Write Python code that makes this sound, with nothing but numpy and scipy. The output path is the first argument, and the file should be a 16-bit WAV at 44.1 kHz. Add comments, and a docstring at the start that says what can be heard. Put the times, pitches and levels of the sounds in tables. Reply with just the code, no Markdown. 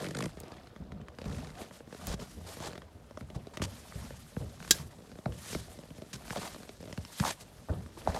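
"""Someone shuffles and kicks through cold snow beside a parked van, phone in hand.
Swish, crumbs and shuffle swell with each leg sweep over a hush; a stick-slip rub stutters at once.
Then creaks, a tick and dispersed, falling cracks of crust; thuds follow, each leaving the drift settling.
From 1.25 s scuffs of hiss and grit, from 2 s short sagging tones; at 4.7 s a hard object clacks and rings."""
import sys
import numpy as np
from scipy import signal
from scipy.fft import rfft, irfft, next_fast_len
from scipy.io import wavfile
from scipy.ndimage import uniform_filter1d

SR = 44100
rng = np.random.default_rng(int(sys.argv[2]) if len(sys.argv) > 2 else 0)


def bounce(signal):
    """Save signal as a 16-bit WAV file at the path given by the first command-line argument."""
    frames = np.transpose(np.atleast_2d(signal))
    limited = np.clip(frames, -1, 1)
    pcm = np.round(limited * 32767).astype(np.int16)
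    wavfile.write(sys.argv[1], SR, pcm)


N = 361179
TIME = np.arange(N) / SR
AFTER = TIME[:SR // 2]  # event clock; events are cut off at 0.5 s
LEAD_S = 256 / SR  # onset inside a chirp

# Spectral shapes, scaled to rms 1 in use: freq_hz, level_db (per Hz)
SWISH_SPECTRUM = [(880, -5), (1500, -3), (1810, -1), (2160, -3.5), (2600, -4.5), (3220, -2.5), (3730, -2.5),
                  (5200, -3), (9010, -4.5), (10800, -6.5), (14600, -7.5), (16000, -12.5)]
CRUMBLE_SPECTRUM = [(180, -11.5), (300, 1), (384, 1.5), (708, 1.5), (797, -3.5), (1110, -6), (1670, -12),
                    (2410, -18), (3430, -18.5), (5000, -23), (6500, -35.5), (11000, -120)]
SHUFFLE_SPECTRUM = [(15, -43), (25, -7.5), (60, 5.5), (81, 5), (118, 3), (156, 0), (227, 0.5), (289, -10),
                    (328, -29), (400, -9), (520, -54.5), (880, -120)]
THUD_SPECTRUM = [(25, -25), (42, -17), (70, 13), (110, -15.5), (180, 2), (280, -11.5), (600, -12.5),
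                 (1200, -38), (3000, -111)]
HISS_SPECTRUM = [(1000, 8), (2200, 4), (3800, 7.5), (7000, 5), (10000, -2), (13000, -10), (16000, -22.5)]
GRIT_SPECTRUM = [(150, 1), (300, -6), (700, 3.5), (1200, -5), (1900, -12.5), (4000, -38)]
CLACK_SPECTRUM = [(200, -7.5), (1000, -20), (2600, -10), (3800, -8.5), (5500, -4.5), (7300, -2),
                  (8500, -11.5), (12000, -12.5), (16000, -21)]
BUMP_SPECTRUM = [(90, -5), (160, 5.5), (240, 0), (450, -3.5), (650, -8.5), (900, -21), (2000, -17)]
CRACKLE_SPECTRUM = [(800, 5.5), (1800, 2.5), (3500, -1.5), (6000, -7), (12000, -19)]
HUSH_SPECTRUM = [(60, -7), (600, -11), (3000, -24.5), (14000, -36)]
RASP_SPECTRUM = [(600, -5.5), (1100, 7), (1700, 11.5), (2900, 3), (4300, 5.5), (9000, -2), (15000, -18.5)]
BASS_SPECTRUM = [(60, -5), (110, 5.5), (205, 5), (320, -18)]
LOW_SPECTRUM = [(220, 3.5), (330, -3.5), (620, -4), (900, -23.5)]
MID_SPECTRUM = [(650, -10.5), (950, 9.5), (1600, 8), (2600, -4.5), (4000, -16)]
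SPIT_SPECTRUM = [(2000, 0.5), (4200, -1.5), (6000, -2.5), (12000, -17)]
# Tick spectrum: freq_over_pitch, level_db
TICK_SPECTRUM = [(.25, -12), (0.74, -10), (1, 0), (0.94, -8), (2.6, -14)]

# Leg sweeps: peak_s, swish_db, crumbs_db, shuffle_db, rise_s, fall_s (20 dB each way)
LEG_SWEEPS = [(0.02, -52.5, -46, -52.5, 0.24, 0.1672), (0.24, -58.5, -52, -48, 0.34, 0.1873),
              (0.5, -70.5, -53, -57.5, 0.36, 0.46), (1.33, -60.5, -52.5, -46, 0.248, 0.4273),
              (1.609, -53, -48.5, -56.5, 0.07, 0.1058), (1.76, -56.0, -60.5, -67, 0.088, 0.0644),
              (2.06, -54.0, -51.5, -52.5, 0.222, 0.1628), (2.22, -56, -51.5, -45.5, 0.05, 0.09),
              (2.33, -57.0, -74, -68.5, 0.172, 0.24), (2.49, -53, -52.5, -55.5, 0.0666, 0.252),
              (2.67, -58, -49.0, -50, 0.174, 0.16), (3.21, -62, -63, -63.5, 0.058, 0.01),
              (3.75, -56.5, -60.5, -64, 0.2, 0.47), (4.01, -56, -55.5, -51, 0.175, 0.2174),
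              (4.76, -47.5, -50, -46.5, 0.197, 0.1166), (5.521, -43.5, -52, -51.5, 0.1914, 0.14),
              (5.74, -56.5, -57.5, -60.5, 0.118, 0.03), (6.43, -48, -50, -58.5, 0.31, 0.2349),
              (7.281, -41.5, -59.0, -62, 0.224, 0.0791), (7.41, -51.5, -67, -68.5, 0.023, 0.033),
              (7.58, -66.5, -70.5, -71.5, 0.09, 0.77), (7.99, -55, -51.5, -57.5, 0.045, 0.08),
              (8.1, -55.5, -50, -60.5, 0.141, 0.3)]
# Slowly changing clothing rustle between the sweeps: time_s, level_db
CLOTHING_RUSTLE = [(0.3, -72.5), (0.6, -71.0), (0.95, -89.5), (1.4, -87), (3.0, -72.5), (3.5, -68.5),
                   (3.9, -61.5), (4.5, -60.5), (5.0, -65.5), (6.9, -61.5), (7.9, -66.5)]
# Stuttering rubs: start_s, end_s, first_gap_s, gap_ratio, first_db, last_db, bump_over_rasp_db
STICK_SLIP_RUBS = [(.003, 0.117, .0212, 1.0, -43.5, -40, 7.5), (0.15, .268, .0204, .952, -37, -37, 7),
                   (1.284, 1.46, .0148, 1.05, -53, -50.5, 8.5)]
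# Snow creaking under a leaning foot: start_s, end_s, median_gap_s, mean_db, depth (0-1)
SOLE_CREAKS = [(0.371, .45, 0.0327, -43.5, 0.97), (4.985, 5.14, 0.0211, -46.5, 0.87),
               (5.755, 5.89, 0.0225, -47, 0.82), (5.949, 6.08, 0.01656, -49.5, 0.84),
               (6.253, 6.275, 0.0109, -43, 0.17), (6.53, 6.68, 0.0238, -44.5, 0.56),
               (6.804, 6.915, 0.01423, -41.5, 0.79)]
# Small hard ticks: start_s, level_db, pitch_hz
HARD_TICKS = [(.402, -38, 8320), (2.070, -28.5, 7900)]
# Crust breaks: start_s, snap_db, bass_db, spit_db, depth (0-1, deep is duller)
CRUST_CRACKS = [(0.481, -44, -53, -51, 0.66), (0.519, -34.5, -48, -48.5, 0.6),
                (.569, -42.5, -58.5, -53.5, 0.47), (0.671, -42, -47.5, -49.5, 0.26),
                (0.762, -36.5, -49, -54.5, 0.35), (0.92, -35.5, -42.5, -49, 0.43),
                (1.014, -44.5, -55.5, -55, .2), (1.084, -34, -55, -49, 0.18),
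                (1.186, -32, -52, -43.5, 0.51), (1.216, -33.5, -41.5, -44.5, 0.81),
                (1.242, -37, -49.5, -48.5, 0.58), (1.255, -36.5, -28.5, -44, 0.62),
                (1.33, -38, -48, -57, 0.36), (1.387, -37, -47.5, -54, 0.47),
                (1.471, -38.5, -44.5, -46.5, .5), (1.503, -40, -42, -48, 0.36),
                (1.554, -45, -59, -51, 0.41), (1.616, -34.5, -42, -46.5, 0.8),
                (1.71, -36.5, -53.5, -62.5, 0.44), (1.805, -34.5, -62.5, -61.5, 0.71),
                (1.874, -40, -50.5, -65, 0.76), (1.926, -32.5, -46, -48, 0.59),
                (1.947, -34.5, -46.5, -48, 0.63), (2.013, -39, -56.5, -56.5, 0.38),
                (2.136, -33, -31, -54, 0.6), (2.199, -38, -42.5, -47.5, 0.31),
                (2.219, -38.5, -42, -48.5, 0.67), (2.569, -34.5, -48, -56, 0.69),
                (2.602, -33.5, -40, -44, 0.68), (2.648, -34, -45.5, -45, .55),
                (2.683, -34.5, -41, -47, 0.41), (2.707, -38.5, -46.5, -55.5, 0.56),
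                (2.732, -36, -45, -47, 0.4), (2.755, -34.5, -48.5, -46, 0.45),
                (2.778, -35.5, -44, -45, 0.48), (2.819, -39, -49.5, -52, 0),
                (3.109, -36, -61.5, -55.5, 0.6), (3.173, -29.5, -52.5, -48, 0.63),
                (3.209, -35.5, -38, -49.5, 0.33), (3.301, -38, -54, -48, 0.78),
                (3.47, -35, -50, -49.5, 1.0), (3.572, -27, -42.5, -34.5, 0.42),
                (3.597, -36, -31, -54, 0.52), (3.619, -21.5, -30, -33.5, 0.45),
                (3.923, -36.5, -63.5, -55, 0.0), (4.106, -32, -62, -53.5, 0.58),
                (4.366, -28.5, -26, -62, 0.62), (4.603, -37, -61, -52.5, 0),
                (4.626, -34.5, -56.5, -44, 0.24), (4.648, -33.5, -63, -48.5, 0.06),
                (4.677, -35.5, -54, -41, 0.18), (5.116, -40, -50.5, -51, 0.47),
                (5.155, -39.5, -49, -58.5, 0.74), (5.187, -35, -42, -50.5, 0.7),
                (5.258, -26, -23.5, -45, 0.27), (5.322, -36.5, -54, -46, 0.46),
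                (5.529, -29, -38, -41, 0.53), (5.549, -24, -32.5, -35, 0.45),
                (5.788, -37.5, -44.5, -50, 0.78), (5.835, -42.5, -48.5, -52.5, 0.77),
                (5.905, -40, -38, -49.5, 0.77), (5.981, -41.5, -40.5, -51.5, 0.83),
                (6.02, -34.5, -41.5, -48.5, 0.85), (6.133, -44.5, -37, -55, 0.57),
                (6.28, -39.5, -51, -46.5, 0.31), (6.299, -35.5, -55.5, -43, 0.05),
                (6.306, -26.5, -32, -39.5, 0.16), (6.326, -34, -46.5, -45.5, 0.18),
                (6.359, -28.5, -44.5, -40, 0.19), (6.371, -33, -45, -37, 0.47),
                (6.379, -30.5, -38, -42.5, 0.72), (6.387, -33.5, -35.5, -51, 0.69),
                (6.476, -37, -55, -41.5, 0.17), (6.546, -36, -51, -49, 0.36),
                (6.562, -37, -53.5, -52.5, 0.57), (6.632, -36.5, -55.5, -49, 0.39),
                (6.692, -33, -68, -43, 0.72), (6.875, -37, -43, -51.5, 0.64),
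                (6.927, -34.5, -41, -40, 0.52), (6.976, -31.5, -28, -41, 0.39),
                (7.05, -38, -43, -41.5, 0.03), (7.199, -27.5, -18, -35, 0.12),
                (7.862, -40, -54.5, -55.5, 0.12), (8.074, -25.5, -52.5, -43, 0.82),
                (8.146, -29, -40, -37, 0.64)]
# Modes of a freed slab: freq_over_pitch, level_db
SLAB_RESONANCES = [(.3, 1), (.5, -1.5), (1, -2.5), (1.6, -2.5), (2.8, -2)]
# Weight landing on deep snow: start_s, level_db, t60_s, pitch_hz
BOOT_THUDS = [(.802, -37, 0.266, 200.5), (.92, -38.5, 0.39, 171.9), (1.0, -37, 0.116, 159.7),
              (1.259, -30, 0.286, 85.6), (1.297, -39.5, 0.23, 202.4), (1.425, -42, 0.39, 170.7),
              (2.072, -32, 0.35, 52.3), (2.366, -40.5, 0.556, 78.6), (3.214, -36, 0.145, 129.8),
              (3.359, -32, 0.168, 119.2), (3.604, -31, 0.406, 103.8), (3.955, -33, 0.178, 136.5),
              (4.403, -35, .36, 113.6), (4.795, -37.5, .24, 127.2), (5.274, -33.5, 0.383, 116.2),
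              (5.553, -31, 0.116, 200.2), (6.15, -36.5, 0.108, 103.7), (6.984, -37, 0.193, 113.2),
              (7.206, -30.5, 0.169, 194), (7.698, -24.5, 0.179, 98.5), (7.76, -40, 0.41, 89.9),
              (8.087, -23.5, 0.0883, 75)]
# Boot dragged through crust: start_s, length_s, hiss_db, grit_db, swell_db, grit_pitch_hz
BOOT_SCUFFS = [(1.25, .25, -61, -58, 0, 600), (2.067, 0.0777, -46, -47, 2, 620),
               (2.193, 0.0594, -56.5, -58.5, -4.5, 500), (2.465, .09, -56, -56, -2, 600),
               (2.609, 0.0677, -48, -45.5, 4, 780), (3.346, 0.0217, -57, -51.5, -1, 700),
               (3.536, 0.0242, -57.5, -52.5, -1.5, 900), (3.616, 0.038, -41.5, -54, -1.5, 800),
               (6.13, 0.00783, -40, -57.5, -0.5, 900), (6.141, .019, -48.5, -67.5, -1, 900),
               (6.368, 0.014, -47.5, -41, 0, 620), (6.412, .068, -50.5, -44.5, 2, 930),
               (7.198, 0.0039, -34.5, -38, 0.5, 700), (7.247, 0.0629, -39, -38, 0, 866),
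               (7.405, .03, -61, -75, 0, 800), (7.686, 0.0584, -79.5, -44, -11.5, 560),
               (8.078, 0.0314, -53.5, -40, -1, 683), (8.113, 0.0297, -69.5, -48, -1.5, 796),
               (8.144, 0.046, -50, -38.5, 0.5, 730)]
# Short sagging tones, brief squeaks and the ringing of cracks: start_s, level_db, pitch_hz (at the crest)
SAGGING_TONES = [(2.014, -37, 1300), (3.175, -35, 1156), (4.649, -35, 1523), (5.262, -25, 713),
                 (5.552, -24.5, 430.5), (6.307, -31, 2050), (6.332, -32, 920), (6.363, -25.5, 654),
                 (7.229, -28, 924), (7.239, -21, 1090), (7.252, -20.5, 1114), (7.255, -26, 692),
                 (8.075, -14.5, 769), (8.149, -28.5, 780), (8.164, -27, 835), (8.169, -30.5, 800),
                 (8.174, -26, 826)]
# Ring of the hard object: freq_hz, relative_level_db, t60_s
CLACK_RING = [(1622, -29.5, .09), (3308, -34, .07), (3516, -31, .07), (3812, -23, .06), (3895, -27, .07),
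              (4026, -32, .07), (4460, -32, .07), (4768, -31, .06), (4930, -30, .07), (5228, -29, .05),
              (5590, -31, .05), (5877, -25, .035), (6188, -33, .06), (6464, -28, .04), (7094, -21, .04),
              (7273, -26, .04), (7662, -27, .04), (8600, -32, .04)]
# Reflections off the van and the wall: delay_s, level_db
FIRST_REFLECTIONS = [(.0034, -25), (.0066, -22), (0.0124, -20.5)]

SWEEP_SHAPE = 1.373  # 1 pointed crest, 2 round
CRUMBLE_REST_DB, SHUFFLE_REST_DB = -62, -55.5  # feet never quite still
SETTLE_T60_S = 0.873  # the drift keeps shifting after a thud
SETTLE_CRUMBLE_DB, SETTLE_SHUFFLE_DB = -22, -13  # relative to the thud
CRACKLE_DB, CRACKLE_PER_S = -6.5, 220  # crystals snapping; level relative to the crumbs
SLIP_SCATTER_DB, SLIP_S = 1.2, .0019  # unevenness; half length
SLIP_SPREAD = 0.1527  # log spread of slip length and bump lag
LAG_S, SLAB_LAG_S = 0.002994, 0.003025  # dispersion scale; a heavy slab adds to it
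MID_DB, LOW_DB = -6.5, -4  # parts of a snap
DEPTH_TILT_DB = 20.5  # per unit depth: cut of one part; the other rises half as much
SLAB_HZ, SLAB_SCATTER, SLAB_Q, SLAB_DRY_DB = 1408.5, 0.1753, 7.64, -7.5
JERK_PER_S, JERK_DB = 220, 2  # a dragged sole advances in jerks
GRIT_HZ = 718  # grit pitch that leaves its spectrum unshifted
CLACK_S, RING_DB = 4.7083, 3.5
TOP_HZ = 15900


def undb(db):
    """Decibels to gain."""
    return 10 ** (np.asarray(db) / 20)


def unit(x):
    """Scale to rms 1."""
    return x / np.sqrt(np.mean(x ** 2))


def add(out, start_s, x):
    """Mix x into out from start_s."""
    i = int(start_s * SR)
    x, i = x[max(0, -i):], max(0, i)
    out[i:i + len(x)] += x[:max(0, len(out) - i)]


def fade(t60_s):
    """Exponential decay, 60 dB in t60_s."""
    return np.exp(-np.log(1000) * AFTER / max(t60_s, 1e-4))


def noise(size=N):
    """White noise."""
    return rng.standard_normal(size)


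def colour(x, points):
    """Give x a spectrum, falling 38.4 dB per octave beyond its ends; rms 1."""
    hz, db = np.transpose(points)
    size = next_fast_len(len(x))
    octave = np.log2(np.maximum(np.fft.rfftfreq(size, 1 / SR), 1))
    beyond = np.abs(octave - np.clip(octave, np.log2(hz[0]), np.log2(hz[-1])))
    gain = undb(np.interp(octave, np.log2(hz), db) - 38.4 * beyond)
    return unit(irfft(rfft(x, size) * gain, size)[:len(x)])


def walk(knots_per_s, size=N):
    """Random wander along straight lines between knots, spread near 1."""
    knots = noise(size // 50)
    return 1.365 * np.interp(TIME[:size] * knots_per_s, np.arange(len(knots)), knots)


def grains(per_s, spread_db):
    """Random clicks, mostly small and a few large."""
    chance, size, sign = rng.random(N), rng.exponential(size=N), rng.choice([-1, 1], N)
    return (chance < per_s / SR) * sign * undb(spread_db * np.minimum(size, 4))


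def lumpy(x, knots_per_s, depth_db):
    """Lumps of different sizes give way in turn: each half octave swells alone, higher ones mostly faster."""
    size = next_fast_len(N)
    spectrum = rfft(x, size)
    octave = np.log2(np.maximum(np.fft.rfftfreq(size, 1 / SR), 1) / 500)
    out = np.zeros(N)
    for centre in np.arange(-4.5, 5, .5):
        band = irfft(spectrum * np.maximum(1 - 2 * np.abs(octave - centre), 0), size)[:N]
        out += band * undb(depth_db * walk(knots_per_s * 2 ** min(centre, 2)))
    return out


def disperse(x, lag_s):
    """Bending waves in a crust, lows last: delay is lag_s * (sqrt(1000 / Hz) - sqrt(1 / 3))."""
    size = next_fast_len(len(x))
    hz = np.fft.rfftfreq(size, 1 / SR)
    cycles = lag_s * (2 * np.sqrt(1000 * hz) - hz * np.sqrt(1000 / 3000))
    return irfft(rfft(x, size) * np.exp(-2j * np.pi * cycles), size)[:len(x)]


def chirp(points, lag_s):
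    """One dispersed snap with peak 1; its impulse sits LEAD_S in."""
    snap = disperse(colour(signal.unit_impulse(4096, 256), points), lag_s)
    return snap / np.abs(snap).max()


def slab(x, pitch_hz):
    """Let a piece of crust ring with x; the energy stays the same."""
    f = np.maximum(np.fft.rfftfreq(len(x), 1 / SR), 1)
    response = undb(SLAB_DRY_DB)
    for multiple, db in SLAB_RESONANCES:
        mode_hz = pitch_hz * multiple
        response = response + undb(db) / (1 + 1j * SLAB_Q * (f / mode_hz - mode_hz / f))
    return unit(irfft(rfft(x) * response, len(x))) * np.sqrt(np.mean(x ** 2))


def crack(snap_db, bass_db, spit_db, depth):
    """One break: a spit of crystals and a chirp that falls into the bass, coloured by the slab it frees."""
    pitch_hz = SLAB_HZ * np.exp(SLAB_SCATTER * rng.standard_normal())
    lag_s = LAG_S + SLAB_LAG_S / (1 + undb(snap_db - bass_db) ** 2)
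    tilt_db = DEPTH_TILT_DB * (depth - .5)
    low_db = snap_db + LOW_DB + min(tilt_db, tilt_db / 2)
    mid_db = snap_db + MID_DB - max(tilt_db, tilt_db / 2)
    bass = chirp(BASS_SPECTRUM, lag_s)
    snap = undb(low_db) * chirp(LOW_SPECTRUM, lag_s) + undb(mid_db) * chirp(MID_SPECTRUM, lag_s)
    size = len(snap)
    spit = np.zeros(size)
    add(spit, LEAD_S, fade(0.02023)[:size] * colour(noise(size), SPIT_SPECTRUM))
    return undb(bass_db) * bass + slab(snap, pitch_hz) + undb(spit_db) * slab(spit, pitch_hz)


def effort():
    """Levels of swish, crumbs, shuffle and crackle: sweeps swell and die, thuds leave the drift settling."""
    cloth, crumbs, feet, settling = np.zeros((4, N))  # powers
    for peak_s, swish_db, crumbs_db, shuffle_db, rise_s, fall_s in LEG_SWEEPS:
        away = np.minimum(np.maximum((peak_s - TIME) / rise_s, (TIME - peak_s) / fall_s), 4)
        swell = undb(-20 * away ** SWEEP_SHAPE) ** 2
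        cloth += undb(swish_db) ** 2 * swell
        crumbs += undb(crumbs_db) ** 2 * swell
        feet += undb(shuffle_db) ** 2 * swell
    for start_s, db, t60_s, _ in BOOT_THUDS:
        add(settling, start_s, (undb(db) * fade(SETTLE_T60_S)) ** 2 * min(t60_s / 0.278, 1))
    swish = cloth + undb(np.interp(TIME, *np.transpose(CLOTHING_RUSTLE))) ** 2
    crumble = crumbs + undb(SETTLE_CRUMBLE_DB) ** 2 * settling + undb(CRUMBLE_REST_DB) ** 2
    shuffle = feet + undb(SETTLE_SHUFFLE_DB) ** 2 * settling + undb(SHUFFLE_REST_DB) ** 2
    return np.sqrt([swish, crumble, shuffle, crumbs])


def swish(level):
    """Cloth and loose powder: dense grains, fluttering in level."""
    return colour(lumpy(grains(9000, 2.2), 12, 1.3956), SWISH_SPECTRUM) * level * undb(1.346 * walk(70))


def crumble(level):
    """Crumbs of snow patter: dispersed sparse grains over equally strong noise."""
    patter = unit(disperse(grains(260, 2.62), 0.0036047)) + noise()
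    return colour(lumpy(patter, 45, 4), CRUMBLE_SPECTRUM) * level


def crackle(level, count=14):
    """Small lumps snap one by one, each pinging for a few cycles in one of several pitches."""
    pings = np.zeros(N)
    for hz in np.geomspace(800, 7000, count):
        pings += signal.lfilter(*signal.iirpeak(hz, 3.5, fs=SR), grains(CRACKLE_PER_S / count, 2.43))
    return colour(pings, CRACKLE_SPECTRUM) * undb(CRACKLE_DB) * level


def shuffle(level):
    """Feet shift in the drift: low lumpy noise, slowly wavering."""
    return colour(lumpy(noise(), 90, 3), SHUFFLE_SPECTRUM) * level * undb(1.98 * walk(25))


def hush():
    """Steady dull noise of the yard."""
    return undb(-65.5) * colour(noise(), HUSH_SPECTRUM)


def movement():
    """The beds that follow the legs, over the hush."""
    swish_level, crumble_level, shuffle_level, crumbs_level = effort()
    crackle_level = np.minimum(crumbs_level, swish_level * undb(9))
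    beds = swish(swish_level) + crumble(crumble_level) + crackle(crackle_level)
    return beds + shuffle(shuffle_level) + hush()


def stutter(count=12):
    """Stick and slip, some 45 to 70 a second: each slip is a short rasp, then a low bump."""
    rasp_level, bumps = np.zeros(N), np.zeros(N)
    for start_s, end_s, gap_s, ratio, first_db, last_db, bump_db in STICK_SLIP_RUBS:
        s = start_s
        for k, (early, hard, long, soft) in enumerate(noise((count, 4))):
            if s < end_s:
                db = np.interp(s, [start_s, end_s], [first_db, last_db]) + SLIP_SCATTER_DB * hard
                slip_s, half_s = s + 0.000593 * early, SLIP_S * np.exp(SLIP_SPREAD * long)
                add(rasp_level, slip_s - .01, undb(db) * np.exp(-.5 * ((AFTER - .01) / half_s) ** 2))
                bump = chirp(BUMP_SPECTRUM, .0055 * np.exp(SLIP_SPREAD * soft))
                bump = slab(bump, 420 * np.exp(SLAB_SCATTER * long))
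                add(bumps, slip_s - LEAD_S, undb(db + bump_db) * bump)
            s += gap_s * ratio ** k
    return rasp_level * colour(lumpy(noise(), 40, 3), RASP_SPECTRUM) + bumps


def creaks(count=14, bass_db=-6, spit_db=-11):
    """The sole settles in small uneven jerks, each a tiny crack."""
    out = np.zeros(N)
    for s, end_s, gap_s, mean_db, depth in SOLE_CREAKS:
        for late, hard in noise((count, 2)):
            db = mean_db + 2.1 * hard
            add(out, s - LEAD_S, (s < end_s) * crack(db, db + bass_db, db + spit_db, depth))
            s += gap_s * np.exp(.28 * late)
    return out


def ticks():
    """Small hard contacts: very brief noise peaking at a pitch."""
    out = np.zeros(N)
    for start_s, db, pitch_hz in HARD_TICKS:
        points = [(ratio * pitch_hz, level_db) for ratio, level_db in TICK_SPECTRUM]
        add(out, start_s, undb(db) * fade(0.0105) * colour(noise(len(AFTER)), points))
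    return out


def cracks():
    """The clear breaks of the crust."""
    out = np.zeros(N)
    for start_s, *row in CRUST_CRACKS:
        add(out, start_s - LEAD_S, crack(*row))
    return out


def thuds():
    """Snow collapses under a boot: a few heavy swings of the pack inside a dull, dying rumble."""
    weight, swings = np.zeros(N), np.zeros(N)
    for start_s, db, t60_s, pitch_hz in BOOT_THUDS:
        load = undb(db) * fade(t60_s) * (1 - np.exp(-AFTER / 0.00332))
        swing_hz = pitch_hz * (1 + 0.144 * walk(90, size=len(AFTER)))
        add(weight, start_s, load)
        add(swings, start_s, load * np.sin(2 * np.pi * np.cumsum(swing_hz) / SR))
    rumble = colour(noise(), THUD_SPECTRUM)
    rumble = rumble / np.sqrt(uniform_filter1d(rumble ** 2, size=1500))  # even level
    return undb(0.5) * swings + undb(-3.5) * weight * rumble


def scuffs():
    """A dragged sole jerks along, shearing crystals (hiss) and crushing lumps (grit), then stops short."""
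    hiss_level, grit = np.zeros(N), np.zeros(N)
    chunks = lumpy(disperse(grains(2000, 0.89), 0.002956), 60, 3)
    jerks = unit(undb(JERK_DB * walk(JERK_PER_S)))
    for start_s, length_s, hiss_db, grit_db, swell_db, pitch_hz in BOOT_SCUFFS:
        contact = np.clip(AFTER / 0.00108, 0, 1) * np.exp(-np.maximum(AFTER - length_s, 0) / 0.00375)
        contact = contact * undb(swell_db * (np.minimum(AFTER / length_s, 1) - .5))
        lumps = np.roll(chunks, rng.integers(N))[:len(AFTER)]
        points = [(hz * pitch_hz / GRIT_HZ, db) for hz, db in GRIT_SPECTRUM]
        add(hiss_level, start_s, undb(hiss_db) * contact)
        add(grit, start_s, undb(grit_db) * contact * colour(lumps, points))
    return jerks * (grit + hiss_level * colour(grains(9000, 1.6), HISS_SPECTRUM))


def sagging_tones():
    """Brief squeaks and the ringing of cracks: a few sine cycles that sag in pitch."""
    out = np.zeros(N)
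    for start_s, db, pitch_hz in SAGGING_TONES:
        age = AFTER * pitch_hz / 1.104  # 1 at the crest
        sagging_hz = pitch_hz * (0.6605 + 0.568 * np.exp(-age / 2))
        swell = (age * np.exp(1 - age)) ** 2
        add(out, start_s - .001, undb(db) * swell * np.sin(2 * np.pi * np.cumsum(sagging_hz) / SR))
    return out


def clack():
    """A hard contact: bright noise crack with a faint tail, and a short ring of decaying modes."""
    decay = undb(-13.5) * fade(0.0085) + undb(-13) * fade(0.0459) + undb(-44.5) * fade(0.288)
    burst = colour(noise(len(AFTER)), CLACK_SPECTRUM) * decay
    ring = np.zeros(len(AFTER))
    for hz, db, t60_s in CLACK_RING:
        ring += undb(db) * fade(t60_s) * np.sin(2 * np.pi * hz * AFTER + rng.uniform(0, 2 * np.pi))
    out = np.zeros(N)
    add(out, CLACK_S, np.minimum(AFTER / 0.00085, 1) * (burst + undb(RING_DB) * ring))
    return out


def scene():
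    """Snow soaks up all but the first reflections; ticks and clack are mixed in without reflections."""
    ground = movement() + stutter() + creaks() + cracks() + thuds() + scuffs() + sagging_tones()
    out = ground + ticks() + clack()
    for delay_s, db in FIRST_REFLECTIONS:
        add(out, delay_s, undb(db) * ground)
    return out[None]


def record(dry):
    """The phone cuts the deepest rumble, clips at full scale and cuts the top."""
    x = signal.sosfilt(signal.butter(4, 33, "high", fs=SR, output="sos"), dry)
    return signal.sosfilt(signal.ellip(8, .2, 70, TOP_HZ, fs=SR, output="sos"), np.clip(x, -1, 1))


dry = scene()
out = record(dry)
bounce(out)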